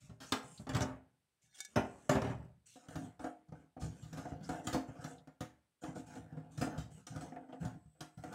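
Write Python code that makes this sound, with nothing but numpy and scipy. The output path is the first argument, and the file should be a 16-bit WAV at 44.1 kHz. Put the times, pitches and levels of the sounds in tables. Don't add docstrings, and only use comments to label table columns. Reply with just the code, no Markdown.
import sys
import numpy as np
from scipy import signal
from scipy.fft import rfft, irfft, next_fast_len
from scipy.io import wavfile
from scipy.ndimage import uniform_filter1d

SR = 44100
rng = np.random.default_rng(int(sys.argv[2]) if len(sys.argv) > 2 else 0)


def store_pcm(level_fs):
    pcm = np.round(np.clip(level_fs, -1, 1) * 32767).astype(np.int16)
    wavfile.write(sys.argv[1], SR, np.atleast_2d(pcm).T)


N = 367794
TIME = np.arange(N) / SR
RING = np.arange(int(0.6 * SR)) / SR
ONSET = int(0.04 * SR)


def amp(db):
    return 10 ** (np.asarray(db) / 20)


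def evened(x, size=None):
    return x / np.sqrt(np.mean(x[:size] ** 2) + 1e-20)


def decay(t60_s):
    return amp(-60 * RING / t60_s)


def ring_noise():
    return rng.standard_normal(len(RING))


def add(mix, start_s, sound):
    part = mix[max(round(start_s * SR), 0):][:len(sound)]
    part += sound[:len(part)]


def coloured(x, points, low_hz=10, high_hz=22000):
    size = next_fast_len(len(x))
    hz = np.fft.rfftfreq(size, 1 / SR) + 1
    point_hz, point_db = np.transpose(points)
    band = 1 / np.sqrt((1 + (low_hz / hz) ** 16) * (1 + (hz / high_hz) ** 16))
    gain = amp(np.interp(np.log(hz), np.log(point_hz), point_db))
    return evened(irfft(rfft(x, size) * band * gain, size)[:len(x)])


def resonate(x, hz, width_hz):
    turn = np.exp(2j * np.pi * np.cumsum(hz) / SR)
    r = np.exp(-np.pi * width_hz / SR)
    smooth = signal.lfilter([1], [1, -2 * r, r * r], x / turn)
    return evened((turn * smooth).real)


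def uneven(x, ripple_db, ripple_hz, lasts_s):
    hz, t, z = signal.stft(x, SR, nperseg=512)
    field = rng.standard_normal(z.shape)
    for axis, span in enumerate((ripple_hz / hz[1], lasts_s / t[1])):
        size = max(round(span), 1)
        for _ in range(2):
            field = uniform_filter1d(field, size, axis, mode="wrap")
    gain = evened(amp(ripple_db * evened(field)))
    return signal.istft(z * gain, SR, nperseg=512)[1][:len(x)]


def wander(per_s):
    return np.interp(TIME * per_s, np.arange(1000), rng.standard_normal(1000))


def grains(per_s, spread_db):
    size = amp(spread_db * np.minimum(rng.exponential(1, N), 4))
    return evened(size * rng.choice([-1, 1], N) * (rng.random(N) < per_s / SR))


# frequency in Hz, relative level in dB.
AIR_SPECTRUM = [(20, -26), (50, -3), (150, -4.5), (270, -7.5), (1000, -13.5), (3500, -15), (7300, -21.5),
                (8050, -15), (8900, -17), (15000, -27.5)]


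def still_air(level_db=-87):
    return amp(level_db) * coloured(rng.standard_normal(N), AIR_SPECTRUM)


INSECT_REF_S, INSECT_REF_DB, INSECT_RISE_DB_PER_S = 8.4, -78, 12


def insect(chirr_hz=8050, skirt_hz=1300, pulse_hz=55.6, depth=0.28):
    spectrum = [(chirr_hz - skirt_hz, -36), (chirr_hz, 0), (chirr_hz + skirt_hz, -32)]
    chirr = coloured(rng.standard_normal(N), spectrum, low_hz=5020)
    pulses = evened(1 + depth * np.sin(2 * np.pi * pulse_hz * TIME))
    swell = amp(INSECT_REF_DB + INSECT_RISE_DB_PER_S * np.minimum(TIME - INSECT_REF_S, 0))
    return swell * chirr * pulses


# start in seconds, pitch in Hz, level in dB.
SLIP_TICKS = [(0.576, 4130, -63.5), (0.819, 5900, -48), (4.444, 5170, -64), (5.182, 3690, -73.5),
              (7.32, 1740, -69), (7.361, 1820, -65), (7.373, 1620, -71), (7.525, 2970, -70.5)]


def slip_ticks(t60_s=0.09, rise_s=0.00044, skirt_db=-34):
    out = np.zeros(N)
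    for start_s, hz, db in SLIP_TICKS:
        spectrum = [(hz / 2, skirt_db), (hz, 0), (hz * 2, skirt_db)]
        burst = coloured(ring_noise(), spectrum, hz / 2, hz * 2)
        tick = burst * decay(t60_s) * (1 - np.exp(-RING / rise_s))
        add(out, start_s, amp(db) * evened(tick, ONSET))
    return out


# frequency in Hz, relative level in dB, t60 in seconds.
PLATE_MODES = [(782, -14.5, 0.122), (1512, -11.5, 0.11), (1700, -1, 0.12), (2240, -3.5, 0.16),
               (3630, -1, .11), (4200, -13.5, .12), (4800, -2, 0.044), (4760, -11, .07), (5780, 1.5, .07),
               (5870, -4, 0.098), (6100, -3.5, .07), (6650, -8, .08), (7100, -7, 0.049), (8480, -4.5, .05),
               (9350, -11, .06), (12840, -20, .05), (13640, -17.5, .04)]


def plate_ring(spot_db=1.5):
    hz, db, t60_s = np.transpose(PLATE_MODES)[:, :, None]
    weights = rng.choice([-1, 1], len(hz)) * amp(spot_db * rng.standard_normal(len(hz)))
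    modes = amp(db) * decay(t60_s) * np.sin(2 * np.pi * hz * RING)
    return evened(weights @ modes, ONSET)


# frequency in Hz, relative level in dB.
SKIN_SPECTRUM = [(1200, -15), (3000, 0), (4800, -8), (5700, -4.5), (6600, -0.5), (8200, 1.5), (9300, -4.5),
                 (10200, -13), (13000, -20), (15500, -23)]
# start in seconds, level in dB.
CLINKS = [(1.588, -63.5), (1.604, -47.5), (1.649, -55)]
SLIDE_PEAK_S, SLIDE_DB, SLIDE_RISE_DB_PER_S, SLIDE_FALL_DB_PER_S = 1.586, -62, 193, 151


def clinks(tick_db=-1, tick_t60_s=0.046):
    ring = plate_ring()
    since_s = TIME - SLIDE_PEAK_S
    speed = amp(SLIDE_DB + np.minimum(SLIDE_RISE_DB_PER_S * since_s, -SLIDE_FALL_DB_PER_S * since_s))
    slide = speed * grains(per_s=3700, spread_db=8.5)
    singing = signal.oaconvolve(slide, ring / np.linalg.norm(ring))[:N]
    out = uneven(singing, ripple_db=5.5, ripple_hz=299, lasts_s=0.025)
    for start_s, db in CLINKS:
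        tick = coloured(ring_noise(), SKIN_SPECTRUM, low_hz=3720) * decay(tick_t60_s)
        clink = plate_ring() + amp(tick_db) * evened(tick, ONSET)
        add(out, start_s, amp(db) * evened(clink, ONSET))
    return out


# low edge in Hz, high edge in Hz, first t60 in seconds,
# late t60 in seconds, late share in dB, base level of the crowd of weak modes in dB.
REGISTERS = [(51.3, 200, 0.088, 0.6, -18, -5.5), (180, 950, 0.13, 0.45, -2, -7),
             (966, 3030, 0.16, 0.46, -9.5, 3.5), (2947.6, 26000, 0.028, 0.25, -9.5, 0)]
# frequency in Hz, relative level under a finger in dB, under the cap in dB, t60 in seconds.
TANK_MODES = [(70.7, -7.5, -14.5, 0.44), (117.2, -5, -4, 0.39), (154.5, 0.5, -7.5, 0.36),
              (221, -8, -3, 0.36), (261.7, 0.5, 0.5, 0.36), (269.6, 1.5, -2, 0.24),
              (311.5, -0.5, -9.5, 0.4), (396, -19.5, -8, 0.44), (480.4, -8, -50, 0.34),
              (509.5, -6, -27, 0.27), (600.5, -12, -4.5, 0.31), (631.4, -6, -6, 0.23),
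              (709, -5.5, -17, 0.45), (732, -3.5, -12, 0.3), (759, -5.5, -25, 0.3),
              (838, -30.5, -24.5, 0.12), (861, -11.5, -14, 0.42), (894, -17.5, -15.5, 0.29),
              (958, -28, -16, 0.36), (1053, -31.5, -16, 0.68), (1171, -32, -8.5, 0.19),
              (1230, -12.5, -28, 0.21), (1321, -13.5, -14, 0.11), (1399, -19.5, -17.5, 0.46),
              (1460, -11, -37, 0.067), (1625, -22, -35.5, 0.24), (1684, -27.5, -23.5, 0.56),
              (1784, -27, -26.5, 0.38), (2943.8, -32, -22, 0.36)]


def mode_shapes(by_cap):
    hz, finger_db, cap_db, t60_s = np.transpose(TANK_MODES)[:, :, None]
    waves = amp(cap_db if by_cap else finger_db) * decay(t60_s) * np.sin(2 * np.pi * hz * RING)
    return [waves[(hz[:, 0] >= low) & (hz[:, 0] < high)] for low, high, *_ in REGISTERS]


# frequency in Hz, relative level in dB.
STEEL_SPECTRUM = [(60, -2), (300, -1.5), (800, 0), (1050, -5.5), (1400, -3), (1850, -7), (2400, -13.5),
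                  (3100, -15.5), (4800, -16.5), (7000, -14.5), (9000, -22), (11000, -28), (13500, -32),
                  (15500, -32.5)]


def tank_ring(waves, register, dense_db, tilt_db_per_octave=0, spot_db=4.5, ripple_db=5.0):
    low_hz, high_hz, first_t60_s, late_t60_s, late_db, crowd_db = register
    weights = amp(spot_db * rng.standard_normal(len(waves))) * rng.choice([-1, 1], len(waves))
    hz = np.geomspace(40, 16000, 220)
    steel_hz, steel_db = np.transpose(STEEL_SPECTRUM)
    db = np.interp(np.log(hz), np.log(steel_hz), steel_db) + ripple_db * rng.standard_normal(len(hz))
    db += tilt_db_per_octave * np.log2(np.clip(hz, 3000, 7000) / 3000)
    crowd = coloured(ring_noise(), np.c_[hz, db], low_hz, high_hz) * decay(late_t60_s)
    ring = evened(weights @ waves, ONSET) + amp(crowd_db + dense_db) * evened(crowd, ONSET)
    extra_decay = amp(-60 * RING * max(1 / first_t60_s - 1 / late_t60_s, 0))
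    return ring * (extra_decay + amp(late_db))


# start in seconds, length in seconds, then relative levels of
# low shudder in dB, drag on the steel in dB, hiss in dB.
STROKES = [(0.0, 0.071, -61.5, -79, -70.5), (0.213, 0.11, -67, -72, -62), (0.42, 0.19, -60, -91, -65.5),
           (0.687, .22, -49, -49, -74), (1.414, 0.045, -78.5, -88, -75.5), (1.538, 0.083, -92, -83, -61.5),
           (1.673, 0.4, -80, -70, -73.5), (2.122, 0.19, -48.5, -47, -70.5), (2.373, 0.082, -51, -66.5, -89),
           (2.655, 0.11, -75, -89.5, -64.5), (2.777, 0.079, -82, -64, -73.5),
           (2.892, .16, -52.5, -51.5, -66.5), (3.196, 0.071, -74, -49, -67),
           (3.535, 0.073, -66.5, -62, -83.5), (3.795, 0.066, -44, -60, -62.5),
           (3.905, 0.3, -57, -65.5, -72.5), (4.147, .17, -56, -53.5, -70.5), (4.344, 0.11, -56, -56.5, -94),
           (4.422, 0.061, -51, -58, -65), (4.483, 0.084, -50, -42, -62.5), (4.635, 0.12, -60, -44, -63),
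           (4.866, 0.14, -63, -56.5, -76), (5.001, 0.12, -55, -54.5, -65.5),
           (5.811, 0.078, -61, -48.5, -66), (5.945, 0.048, -57, -56, -62), (6.057, .11, -55.5, -56, -65.5),
           (6.207, 0.27, -61, -61.5, -94), (6.506, 0.087, -67.5, -63, -70.5),
           (6.585, 0.074, -59, -52.5, -60), (6.704, 0.083, -53, -46, -79),
           (6.901, 0.092, -56.5, -69.5, -70), (7.094, 0.18, -53.5, -58, -67), (7.263, 0.49, -75, -62, -97),
           (7.597, 0.074, -46, -54.5, -68.5), (7.937, 0.066, -74, -72.5, -99),
           (8.219, 0.14, -50, -53.5, -72.5)]
STROKE_ATTACK_S = 0.014
SHUDDER_RELEASE_S, DRAG_RELEASE_S, HISS_RELEASE_S = 0.058, 0.031, 0.038


def stroke_forces():
    powers, t = np.zeros((3, N)), TIME[:SR]
    releases_s = (SHUDDER_RELEASE_S, DRAG_RELEASE_S, HISS_RELEASE_S)
    for start_s, length_s, *levels_db in STROKES:
        for power, db, release_s in zip(powers, levels_db, releases_s):
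            envelope = np.minimum(t / STROKE_ATTACK_S, 1) * np.exp(-np.maximum(t - length_s, 0) / release_s)
            add(power, start_s, (amp(db) * envelope) ** 2)
    return np.sqrt(powers)


def catching(depth_db, per_s):
    return evened(amp(depth_db * wander(per_s)))


def skin_hiss(force, hiss_db=-3.0, swish_db=-2.5, swish_hz=6940, swish_wander=0.09, turns_per_s=9):
    ridges = grains(per_s=8000, spread_db=6.0)
    swish = resonate(ridges, swish_hz * (1 + swish_wander * wander(turns_per_s)), width_hz=3000)
    hiss = coloured(grains(per_s=6000, spread_db=2.5), SKIN_SPECTRUM, low_hz=900)
    return force * (amp(hiss_db) * hiss + amp(swish_db) * swish)


CAP_STILL_S = 2.62


def rubbing(clang_db=-6, clang_follows_hiss=0.27):
    shudder, drag, hiss = stroke_forces()
    clang = drag ** (1 - clang_follows_hiss) * hiss ** clang_follows_hiss * amp(clang_db)
    slips = grains(per_s=900, spread_db=3.5) * catching(depth_db=0.5, per_s=45)
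    out = skin_hiss(hiss)
    for by_cap in (True, False):
        touching = (TIME < CAP_STILL_S) == by_cap
        for force, waves, register in zip((shudder, drag, clang), mode_shapes(by_cap), REGISTERS):
            ring = tank_ring(waves, register, dense_db=2 if by_cap else -4, spot_db=2.5, ripple_db=0.5)
            out += signal.oaconvolve(slips * force * touching, ring / np.linalg.norm(ring))[:N]
    return uneven(out, ripple_db=3.5, ripple_hz=260, lasts_s=0.054)


def knocks(rows, by_cap, dense_db, tilt_db_per_octave, clang_db, clang_follows_click, bass_lag_s=0.0022):
    out, shapes = np.zeros(N), mode_shapes(by_cap)
    for start_s, contact_s, boom_db, body_db, click_db in rows:
        row_clang_db = body_db + clang_db + clang_follows_click * (click_db - body_db)
        levels_db = (boom_db, body_db, row_clang_db, click_db)
        for waves, register, db in zip(shapes, REGISTERS, levels_db):
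            rise_s = contact_s + bass_lag_s * REGISTERS[0][0] / register[0]
            ring = tank_ring(waves, register, dense_db, tilt_db_per_octave) * (1 - np.exp(-RING / rise_s))
            add(out, start_s, amp(db) * evened(ring, ONSET))
    return out


# start in seconds, contact time in seconds, boom in dB,
# body in dB, click in dB.
FINGER_KNOCKS = [(2.757, 0.0018, -85, -58, -87), (2.884, 0.0017, -55, -57, -67),
                 (2.955, 0.0018, -46, -46, -60.5), (3.193, .002, -60, -51, -71.5),
                 (3.2415, 0.0014, -58.5, -42.5, -65), (3.483, 0.0062, -58, -72, -86),
                 (3.521, .002, -49.5, -55, -81), (3.765, 0.0057, -59, -51.5, -86),
                 (3.812, 0.016, -43.5, -52.5, -62), (4.025, 0.013, -49.5, -69, -67),
                 (4.127, 0.0048, -49.5, -55, -62.5), (4.171, 0.0093, -53, -46.5, -61.5),
                 (4.252, 0.0014, -54, -46, -73), (4.319, 0.00079, -46, -47, -81),
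                 (4.4905, .0012, -46.5, -40.5, -59), (4.669, 0.0029, -46, -43, -46.5),
                 (4.727, 0.0067, -46, -43.5, -48.5), (4.745, 0.0015, -42.5, -34, -60),
                 (4.883, 0.0044, -49, -49.5, -83), (4.984, 0.0015, -51.5, -58, -84),
                 (5.041, 0.003, -48.5, -48, -57.5), (5.273, 0.00086, -62, -57, -78),
                 (5.406, 0.0032, -46, -45.5, -56.5), (5.835, 0.0031, -57.5, -45.5, -63.5),
                 (5.88, 0.0061, -48, -61, -91), (5.955, 0.0038, -55, -47, -73.5),
                 (6.153, 0.0036, -67, -51.5, -69.5), (6.324, 0.0018, -50, -61, -87),
                 (6.367, 0.0074, -46, -52, -81.5), (6.575, 0.0043, -42, -55.5, -59.5),
                 (6.611, 0.0053, -39.5, -37, -50.5), (6.665, 0.0065, -50, -41, -77),
                 (6.777, 0.012, -41.5, -59, -58.5), (7.067, .003, -75, -59, -56),
                 (7.1, .0022, -49.5, -82, -82), (7.16, 0.0015, -46, -49.5, -64),
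                 (7.207, 0.0065, -60, -52, -62), (7.32, 0.0011, -73, -50.5, -92),
                 (7.361, 0.00047, -66, -48, -83), (7.486, 0.012, -81, -54.5, -86),
                 (7.527, 0.0029, -66.5, -50.5, -79), (7.623, .012, -46, -52.5, -72),
                 (7.65, 0.002, -43, -53, -61.5), (7.857, 0.002, -58.5, -82, -96),
                 (8.006, 0.0021, -53, -52.5, -55), (8.173, 0.011, -50, -61, -73),
                 (8.237, 0.00087, -64, -48, -66.5), (8.325, 0.0044, -69, -56, -63)]


def finger_knocks():
    return knocks(FINGER_KNOCKS, False, dense_db=-3.5, tilt_db_per_octave=-0.5,
                  clang_db=-3.5, clang_follows_click=0.43)


# start in seconds,
# contact time in seconds, boom in dB, body in dB, click in dB.
CAP_KNOCKS = [(0.093, 0.006, -51.5, -63.5, -77), (0.202, .018, -64, -56.5, -58.5),
              (0.3217, 0.00049, -48, -37, -38.5), (0.596, 0.0019, -50.5, -60, -84),
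              (0.668, 0.0015, -60, -48.5, -67.5), (0.692, 0.0004, -47, -44, -55),
              (0.735, .0009, -40, -54, -59.5), (0.747, 0.0021, -34.5, -39.5, -48.5),
              (0.765, .0012, -42, -41, -51.5), (0.806, 0.0013, -36.5, -42, -50.5),
              (0.821, 0.002, -59, -41.5, -59), (1.758, 0.0041, -36, -30, -48.5),
              (2.093, 0.0014, -34.5, -30.5, -43.5), (2.111, 0.0094, -59, -37, -53),
              (2.152, 0.0023, -36.5, -32.5, -57), (2.218, .0008, -42, -42, -57.5),
              (2.243, 0.0021, -45, -42.5, -64), (2.268, 0.0026, -41.5, -47, -66.5),
              (2.296, 0.0056, -45, -47, -67.5), (2.345, 0.0058, -46, -64, -82)]


def cap_knocks():
    return knocks(CAP_KNOCKS, True, dense_db=2.5, tilt_db_per_octave=-5.0,
                  clang_db=-1.33, clang_follows_click=0.42)


def scene():
    background = still_air() + insect()
    contacts = slip_ticks() + clinks() + rubbing() + finger_knocks() + cap_knocks()
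    return (background + contacts)[None]


def record(dry, low_cut_hz=54, edge_hz=15800):
    thinned = signal.sosfilt(signal.butter(3, low_cut_hz, "high", fs=SR, output="sos"), dry)
    band_limit = signal.firwin(511, edge_hz, window=("kaiser", 9), fs=SR)
    return signal.oaconvolve(thinned, band_limit[None], "same")


dry = scene()
out = record(dry)
store_pcm(out)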